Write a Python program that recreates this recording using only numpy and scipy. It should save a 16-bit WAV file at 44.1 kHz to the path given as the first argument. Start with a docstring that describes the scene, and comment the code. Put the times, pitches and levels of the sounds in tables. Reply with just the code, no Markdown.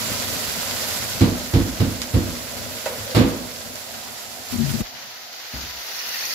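"""Water poured into a frying pan

Vegetables sizzle over a gas flame near a hand-held camera in a small kitchen: bursting bubbles over hissing steam.
Five dull knocks ring the counter's modes and rattle what lies on it; a utensil clacks, bounces and slides; oil spits.
Water is poured in and its longer-ringing bubbles come up; a finger judders over the left microphone.
The grip shifts: the sizzle drops abruptly, the left treble opens and the right one dulls.
Then the pan boils up, with a faint whistle of steam."""
import sys
import numpy as np
from scipy import signal
from scipy.fft import rfft, irfft
from scipy.io import wavfile
from scipy.ndimage import map_coordinates

SR = 44100
rng = np.random.default_rng(int(sys.argv[2]) if len(sys.argv) > 2 else 0)


def write(x):
    x = np.atleast_2d(x).T
    wavfile.write(sys.argv[1], SR, np.round(np.clip(x, -1, 1) * 32767).astype(np.int16))


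N = 279594
TIME = np.arange(N) / SR  # seconds

# Gas flame over time. Each row: time in seconds, level in dB.
FLAME = [(0, -38.5), (1.1, -40), (3.1, -46.5), (4.3, -52.5), (4.85, -54), (5.25, -65), (6.34, -58.5)]
# Spectrum of the flame's roar. Each row: frequency in Hz, density in dB per Hz.
ROAR = [(25, -22), (55, -6.5), (100, 4.5), (160, -6), (245, 5), (370, -19.5), (520, -5), (900, -18),
        (3000, -50)]
# The hollow of the pan: it rings at one pitch when open, at another with the jug held over it.
HOLLOW_START_DB, HOLLOW_DB_PER_FLAME_DB = -41, 0.37
HOLLOW_OPEN_HZ, HOLLOW_COVERED_HZ = 603, 714
JUG_OVER_S, JUG_MOVE_S = 3.73, 0.23

# Skin that sticks and slips. Each row: start in seconds, length in seconds, level in dB, judder in Hz,
# share by which the pitch sags at the end.
SLIPS = [(4.519, 0.058, -18, 239, 0.064), (4.572, 0.078, -13, 230, 0.075), (4.576, 0.17, -17, 140, 0.017),
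         (4.638, 0.065, -35, 637, 0), (4.73, 0.038, -15, 232, 0.08), (4.735, 0.082, -24, 139.3, 0),
         (4.778, 0.048, -35, 635, 0.32), (4.798, 0.024, -15.5, 233, 0.08)]
SLIP_OVERTONE, SLIP_OVERTONE_DB = 1.6, -20.5  # the skin's second resonance: ratio to the first, level against it
# Spectrum of the finger's scuff. Each row: frequency in Hz, density in dB per Hz.
SCUFF = [(30, -18), (100, 3.0), (350, -10.5), (480, -25), (640, -18), (900, -34), (6000, -43)]
RUB_START_S, RUB_RISE_S = 4.50, 0.043
GRIP_SHIFT_S = 4.82  # the rubbing stops as the grip shifts

# Soft bumps on the camera body. Each row: start in seconds, level in dB, pitch in Hz, t60 in seconds.
BUMPS = [(0.108, -21, 194, 0.065), (0.474, -21, 225, 0.05), (0.576, -27, 190, 0.089),
         (2.975, -32.5, 106, 0.43), (4.806, -14, 125, 0.042), (5.535, -26.5, 64, 0.46),
         (5.63, -32, 80, 0.17), (5.74, -45, 60, .3)]
# Spectrum of the diffuse tail after a bump. 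Each row: frequency in Hz, density in dB per Hz.
BUMP_TAIL = [(30, -3), (70, -3.0), (230, -3), (400, -14), (3000, -26)]

# A utensil set down and bouncing. Each row: start in seconds, level in dB.
CLUNKS = [(2.860, -15.5), (2.877, -27), (2.933, -27)]
# Modes of the utensil. Each row: frequency in Hz, level in dB, t60 in seconds.
UTENSIL = [(544, -3.5, 0.072), (610, -1, 0.1), (787, -9.5, .1), (938, -12, 0.093), (1476, -9.5, 0.063),
           (1970, -10, 0.06), (2590, -14, .05)]
# Spectrum of the clack's echo. Each row: frequency in Hz, density in dB per Hz.
CLACK_ECHO = [(250, -26), (480, 0), (600, -1.0), (750, -12), (1500, -9), (5000, -19)]
SLIDE_S, SLIDE_LENGTH_S, SLIDE_DB, SLIDE_HZ = 3, 0.23, -37, 545

# Loud spits and ticks of oil. Each row: start in seconds, level in dB.
TICKS = [(2.018, -23.5), (2.858, -27.5), (3.757, -33)]
# Spectrum of a spit. Each row: frequency in Hz, density in dB per Hz.
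SPIT = [(400, -10), (1100, 1), (5000, 3), (10000, -1), (15000, -14)]
SNAP_S, SNAP_DB = 0.0007, 12  # the burst itself: decay time, level over its reflections

# Knocks on the counter, the last one a tumble of four contacts. Each row: start in seconds, force in dB,
# thud against it in dB, rattle against it in dB, factor on the decay times.
KNOCKS = [(1.2083, 2, -2, -0.2, 0.99), (1.536, 0.5, 1.5, -2.5, 1.2), (1.800, -3, 2, -1.5, 1.17),
          (2.138, -1.5, 2.5, -4, 1.12), (3.147, -2.5, -6, 6.5, 1.4), (3.165, 0.5, -5, 0.5, 1.04),
          (3.1814, 1, -10, -3, 0.98), (3.2004, -7.5, -1, -1.5, 0.9)]
# The panel under the blow. Each row: frequency in Hz, level in dB, t60 in seconds.
THUD = [(44.6, -17, 0.43), (54.1, -11.5, 0.27), (83.7, -4.5, 0.19), (107.3, 1, 0.22)]
# Modes of counter and cupboard. Each row: frequency in Hz, level in dB, t60 in seconds before the knock's factor.
COUNTER = [(98.5, 0, 0.35), (152, -1.5, 0.19), (184.2, -8, 0.36), (219.5, -9, 0.27), (242.8, -10.5, 0.78),
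           (268.2, -4.5, 0.4), (302, -7.5, 0.29), (327, -16, 0.47), (342, -9.5, 0.38), (460, -15, 0.31),
           (493, -11, 0.17), (556, -22, 0.24), (713, -21, 0.35)]
MODE_SPREAD_DB = 1.1  # each blow lands elsewhere and favours other modes
# The room's answer to a knock. Each row: frequency in Hz, density in dB per Hz.
BOOM = [(25, -30), (50, 2.5), (105, -4.5), (165, -1.5), (260, 2.5), (340, -4), (400, -16.5), (490, -7),
        (560, -29), (1500, -48)]
THUD_BELOW_HZ = 130  # a heavier thud also deepens the room's answer below this
# Loose things on the counter. Each row: frequency in Hz, density in dB per Hz.
RATTLE = [(150, -13), (450, 7), (800, 1), (1100, 1), (1500, -2.5), (2200, -3.5), (4400, -2), (6500, -13.5),
          (9000, -13.5), (15000, -18)]
CHATTER_PER_S, CHATTER_FADE_S = 450, 0.039  # hard contacts per second, decay time
# Decay of the kitchen's reflections. Each row: frequency in Hz, t60 in seconds before each sound's own factor.
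KITCHEN = [(60, 0.67), (250, 0.55), (600, 0.63), (2000, 0.45), (12000, 0.12)]

# Steam that sings through a gap in the vegetables; its pitch sinks as the water rises.
SINGING_S, SINGING_LENGTH_S, SINGING_DB = 5.98, 0.3, -42
SINGING_START_HZ, SINGING_END_HZ, SINGING_WIDTH_HZ = 2950, 2680, 150

# Frying, used until the drop. Each row: time in seconds, sizzle in dB before a fixed lift.
HEAT = [(0.0, -33), (0.97, -33), (1.29, -38), (2.12, -39.5), (3.1, -38), (3.31, -41.5), (3.6, -40.5),
        (4.4, -41.5), (4.7, -40)]
HEAT_LIFT_DB = 2
# Spectrum of the bursting bubbles. Each row: frequency in Hz, density in dB per Hz.
SIZZLE = [(100, -29), (350, -5.5), (800, -2.5), (1300, -1), (1900, -0.5), (2400, -2), (3200, -0.5),
          (4700, 2.5), (6200, 0), (10000, -2.5), (12200, -4.5), (15500, -7)]
# Spectrum of the ringing water bubbles. Each row: frequency in Hz, density in dB per Hz.
BOIL = [(1400, -22), (1900, 1.5), (2200, -8.5), (2700, -2.5), (3400, -11), (4400, 3), (5600, 1.5),
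        (6600, 2.5)]
# Flare-ups as juice or water meets hot metal. Each row: peak time in seconds, dB above the sizzle.
FLARES = [(0.90, 1.5), (1.10, 2), (4.522, 4.5), (4.70, 3.5), (4.78, 1), (5.40, 1.5), (5.57, 2), (5.70, 0.5),
          (6.07, 1), (6.145, 1.5)]
FLARE_RISE_S, FLARE_FADE_S = 0.019, 0.04
FLARE_FIZZ = 0.35  # flares are bright: extra dB of finest bubbles per dB of flare
POUR_S, WET_RISE_S = 4.33, 0.29  # the water lands, its bubbles come in
DROP_S, DROP_LENGTH_S = 4.81, 0.014  # the sizzle drops abruptly as the grip shifts
BOIL_START_S, BOIL_RISE_S = 5.29, 1
PLIPS_DB = -5.5  # a few large bubbles against the small ones

# Microphone colour. Each row: frequency in Hz, left in dB, right in dB, left in dB after the grip shifts,
# right in dB after it.
PORTS = [(386, 0.5, 1, -1, -2.5), (1840, 0, -1, 1.5, 1), (6160, -3.5, -0.5, -1.5, -0.5),
         (6800, -6.5, 2, -3, -2), (7600, -32, 3.5, -12, -5.5), (8040, -42, -3, -35, -14),
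         (8760, -27, -6, -13, -10.5), (10350, -20.5, 1, -7.5, -3), (12150, -9.5, 3, 1, 3.5),
         (15500, -9, 0.5, 1, 3.5)]
# Likeness of the two microphones. Each row: frequency in Hz, left-right coherence from 0 to 1.
LIKENESS = [(50, 0.83), (120, 0.53), (250, 0.62), (500, 0.74), (1000, 0)]
EDGE_HZ = 15650  # upper band limit


def amp(db):
    """Decibels to gain."""
    return 10 ** (np.asarray(db) / 20)


def unit(x):
    """Scales to rms 1."""
    return x / np.sqrt(np.mean(x ** 2) + 1e-20)


def read(points, hz):
    """Reads a table along log frequency."""
    f, value = np.transpose(points)
    return np.interp(np.log(hz + 1), np.log(f + 1), value)


def follow(rows):
    """One curve from (seconds, value) rows, joined by straight lines."""
    s, value = np.transpose(rows)
    return np.interp(TIME, s, value)


def ramp(start_s, length_s):
    """Goes steadily from 0 to 1, then stays."""
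    return np.clip((TIME - start_s) / length_s, 0, 1)


def arch(start_s, length_s):
    """Swells from 0 to 1 and back."""
    return np.sin(np.pi * ramp(start_s, length_s))


def glide(start_s, length_s, first, last):
    """Moves steadily from one value to another."""
    return np.interp(ramp(start_s, length_s), [0, 1], [first, last])


def stages(frying, dropped, boiling):
    """A value through three stages: the pan fries, drops abruptly as the grip shifts, then comes to the boil."""
    drop = (dropped - frying) * ramp(DROP_S, DROP_LENGTH_S)
    boil = (boiling - dropped) * ramp(BOIL_START_S, BOIL_RISE_S)
    return frying + drop + boil


def add(mix, s, sound):
    """Mixes a sound in at time s."""
    part = mix[:, round(s * SR):][:, :sound.shape[-1]]
    part += sound[..., :part.shape[1]]


def colour(x, spectrum):
    """Filters by a (Hz, dB) table."""
    size = x.shape[-1]
    gain = amp(read(spectrum, np.fft.rfftfreq(size, 1 / SR)))
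    return irfft(rfft(x) * gain, size)


def air(size):
    """White noise at two close microphones: alike in the bass, unrelated in the treble."""
    a, b = rfft(rng.standard_normal((2, size)))
    same = np.clip(read(LIKENESS, np.fft.rfftfreq(size, 1 / SR)), 0, 1)
    return irfft(np.array([a, same * a + np.sqrt(1 - same ** 2) * b]), size)


def wander(rate):
    """Smooth random drift of rms 1 with rate new values a second."""
    values = rng.standard_normal(4096)
    return unit(map_coordinates(values, [TIME * rate], order=2, mode="wrap"))


def resonate(x, hz, width):
    """A resonance that follows the curve hz: shift it down to 0 Hz, smooth, shift back."""
    turn = np.exp(2j * np.pi * np.cumsum(hz) / SR)
    r = np.exp(-np.pi * width / SR)
    return (turn * signal.lfilter([(1 - r) ** 2], [1, -2 * r, r * r], x / turn)).real


def ring(modes, stretch=1):
    """Dying sines of a struck object."""
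    t = TIME[:SR]
    return sum(amp(db - 60 * t / (t60 * stretch)) * np.sin(2 * np.pi * hz * t) for hz, db, t60 in modes)


def onset(rise_s):
    """A soft start: 0 to 1 with the given time constant."""
    return 1 - np.exp(-TIME[:SR] / rise_s)


def tail(spectrum, stretch, rise_s):
    """Dense kitchen reflections that build up and die, the treble first."""
    hz, t, z = signal.stft(unit(colour(air(SR), spectrum)), SR, nperseg=512)
    t60 = stretch * read(KITCHEN, hz)[:, None]
    decaying = signal.istft(z * amp(-60 * t / t60), SR)[1][:, :SR]
    return decaying * onset(rise_s)


def crackle(per_s, spread_db, pop_s, wet, top_hz):
    """Tiny bubbles burst, each a brief ring at its own pitch, size and side; the walls smear them."""
    t = np.arange(0, 4 * pop_s, 1 / SR)
    when, size, side, lag, pitch, sign = rng.random((int(per_s * TIME[-1]), 6)).T[..., None]
    # many small bursts, few large ones, of either polarity
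    height = amp(spread_db * np.minimum(-np.log(1 - size), 5)) * np.sign(sign - .5)
    hz = 900 + pitch * (top_hz - 900)
    rings = height * np.exp(-t / pop_s) * np.sin(2 * np.pi * hz * t)
    at = (when * N).astype(int) + np.arange(len(t))
    # the left arrives up to 6 samples before or after the right
    ports = [(at + (lag * 12).astype(int), side), (at + 6, 1 - side)]
    out = np.array([np.bincount(i.ravel(), (rings * np.sqrt(share)).ravel(), N)[:N] for i, share in ports])
    walls = tail([(100, 0), (15000, 0)], stretch=0.26, rise_s=0.0031)
    smeared = signal.oaconvolve(out, walls, axes=1)[:, :N]
    return unit(unit(out) + wet * unit(smeared))


def stove():
    """The flame is low fluttering noise; the hollow of the pan is a noise resonance that partly follows its level."""
    level_db = follow(FLAME)
    flutter_db = 2 * wander(18)
    left_over_right_db = glide(GRIP_SHIFT_S, .01, 10, -18.5)
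    sides_db = np.array([left_over_right_db, -left_over_right_db]) / 2
    flame = unit(colour(air(N), ROAR)) * amp(level_db + sides_db + flutter_db)

    hz = glide(JUG_OVER_S, JUG_MOVE_S, HOLLOW_OPEN_HZ, HOLLOW_COVERED_HZ)
    flame_change_db = level_db - level_db[0]
    hollow_db = HOLLOW_START_DB + HOLLOW_DB_PER_FLAME_DB * flame_change_db + .5 * flutter_db
    hollow = unit(resonate(air(N), hz, width=266)) * amp(hollow_db) * amp([[-2], [2.5]])
    return flame + hollow


def finger_rub():
    """Skin scuffs across the left port as low noise; each stick-slip is a juddering swell of unsteady pitch."""
    scuff = unit(colour(rng.standard_normal((2, N)), SCUFF))
    sliding = ramp(RUB_START_S, RUB_RISE_S) * (1 - ramp(GRIP_SHIFT_S, 0.0055))
    out = scuff * sliding * amp([[-27], [-36]])
    unsteady = 1 + 0.04 * wander(90)
    for s, length, db, hz, sag in SLIPS:
        progress = np.arange(0, 1, 1 / (length * SR))
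        swell = np.sin(np.pi * progress)
        pitch = hz * (1 - sag * progress ** 3) * unsteady[round(s * SR):][:len(swell)]
        phase = 2 * np.pi * np.cumsum(pitch) / SR
        judder = np.sin(phase) + amp(SLIP_OVERTONE_DB) * np.sin(SLIP_OVERTONE * phase)
        add(out, s, amp(db) * swell * judder * amp([[0], [-22]]))
    return out


def body_bumps():
    """Soft bumps on the camera body: one low dying sine each, with a diffuse tail."""
    out = np.zeros((2, N))
    for s, db, hz, t60 in BUMPS:
        push = ring([(hz, 0, t60)]) * onset(.006)
        diffuse = amp(-4.0) * tail(BUMP_TAIL, stretch=t60 * 2, rise_s=0.0021)
        add(out, s, amp(db) * (push + diffuse))
    return out


def utensil():
    """A utensil clacks and bounces, ringing its modes into the room, then slides as narrow noise."""
    out = np.zeros((2, N))
    note = ring(UTENSIL) * onset(0.0017) * amp([[-1], [2]])
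    for s, db in CLUNKS:
        echo = tail(CLACK_ECHO, stretch=1.0, rise_s=0.0023)
        add(out, s, amp(db) * (note + amp(-11.0) * echo))
    slide = unit(resonate(air(N), np.full(N, SLIDE_HZ), width=83))
    return out + slide * arch(SLIDE_S, SLIDE_LENGTH_S) * amp(SLIDE_DB)


def oil_spits():
    """Large drops of oil spit with a sharp snap of noise that the walls throw back."""
    out = np.zeros((2, N))
    for s, db in TICKS:
        snap = unit(colour(air(SR), SPIT)) * np.exp(-TIME[:SR] / SNAP_S) * amp(SNAP_DB)
        walls = tail(SPIT, stretch=0.37, rise_s=0.00077)
        add(out, s, amp(db) * (snap + walls) * amp([[-1.5], [1.5]]))
    return out


def chatter():
    """Loose things jump and land again and again, each contact a hard tick."""
    contacts = (rng.random((2, SR)) < CHATTER_PER_S / SR) * rng.uniform(-0.85, 1, (2, SR))
    return unit(colour(contacts * np.exp(-TIME[:SR] / CHATTER_FADE_S), RATTLE))


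def knocks():
    """Each blow thuds, swings the counter's modes, fills the room with a boom and rattles what lies on top."""
    out = np.zeros((2, N))
    swing = onset(0.0062)  # heavy panels take a moment to get moving
    for s, force_db, thud_db, rattle_db, stretch in KNOCKS:
        modes = [(hz, db + MODE_SPREAD_DB * rng.standard_normal(), t60) for hz, db, t60 in COUNTER]
        thud = ring(THUD) * amp(thud_db - 10.5)
        counter = ring(modes, stretch) * amp(-13.5)
        answer = [(hz, db + thud_db * (hz < THUD_BELOW_HZ)) for hz, db in BOOM]
        boom = tail(answer, stretch * 0.9, rise_s=0.0047) * amp(-17.0)
        rattle = tail(RATTLE, stretch, rise_s=0.003) * amp(-22.5) + chatter() * amp(-45.5)
        blow = swing * (thud + counter) + boom + rattle * amp(rattle_db)
        add(out, s, amp(force_db) * blow)
    return out * amp([[-1.3], [1.2]])


def steam():
    """A faint, rippling whistle as the water comes to the boil: noise through a narrow, sinking resonance."""
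    hz = glide(SINGING_S, SINGING_LENGTH_S, SINGING_START_HZ, SINGING_END_HZ)
    whistle = unit(resonate(air(N), hz, SINGING_WIDTH_HZ))
    return whistle * arch(SINGING_S, SINGING_LENGTH_S) * amp(SINGING_DB)


def water_bubbles():
    """Bubbles in water ring longer than bursts in oil: many small ones and a few large plips, in clumps."""
    small = unit(colour(crackle(per_s=1300, spread_db=2.5, pop_s=0.0043, wet=0.87, top_hz=6590), BOIL))
    large = unit(colour(crackle(per_s=130, spread_db=3.0, pop_s=0.0089, wet=.5, top_hz=6070), BOIL))
    clumps_db = 2.0 * wander(26)
    level_db = stages(frying=-3, dropped=-7, boiling=5) + clumps_db  # against the sizzle
    return (small + amp(PLIPS_DB) * large) * ramp(POUR_S, WET_RISE_S) * amp(level_db)


def sizzle():
    """Bursting bubbles over a hiss of steam, sputtering as juice or water meets hot metal; later the water boils."""
    flares_db = 0
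    for s, db in FLARES:
        distance = np.maximum((s - TIME) / FLARE_RISE_S, (TIME - s) / FLARE_FADE_S)
        flares_db = flares_db + db * np.exp(-distance)
    level_db = stages(frying=follow(HEAT) + HEAT_LIFT_DB, dropped=-42, boiling=-35) + flares_db

    pops = crackle(per_s=4200, spread_db=2.8, pop_s=.00025, wet=.6, top_hz=EDGE_HZ)
    hiss = amp(3.5) * air(N)
    sound = colour(pops + hiss, SIZZLE)
    # the finest bubbles, in the top treble, move apart from the rest
    body = colour(sound, [(7500, 0), (9500, -60)])
    fizz_db = stages(frying=2.08, dropped=-3.5, boiling=2.5) + FLARE_FIZZ * flares_db + .5 * wander(45)
    fizz = unit(sound - body) * amp(fizz_db)
    body = unit(body) * amp(4.5 + 0.47 * wander(45))
    return (body + fizz + water_bubbles()) * amp(level_db + 0.5 * wander(24.01))


def scene():
    """Everything at the two microphones."""
    background = stove() + finger_rub() + body_bumps()
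    return background + utensil() + oil_spits() + knocks() + steam() + sizzle()


def record(dry):
    """Port colours with treble notches that change with the grip, then a low cut, full scale and the band limit."""
    hz, *gains_db = np.array(PORTS).T
    left, right, left_after, right_after = [np.column_stack([hz, db]) for db in gains_db]
    before = np.array([colour(dry[0], left), colour(dry[1], right)])
    after = np.array([colour(dry[0], left_after), colour(dry[1], right_after)])
    ports = before + ramp(GRIP_SHIFT_S, .01) * (after - before)

    low_cut = signal.butter(5, 38, "high", fs=SR)
    heard = np.clip(signal.lfilter(*low_cut, ports), -1, 1)
    band_limit = signal.firwin(511, EDGE_HZ, window=("kaiser", 9), fs=SR)
    return signal.oaconvolve(heard, band_limit[None], "same")


dry = scene()
out = record(dry)
write(out)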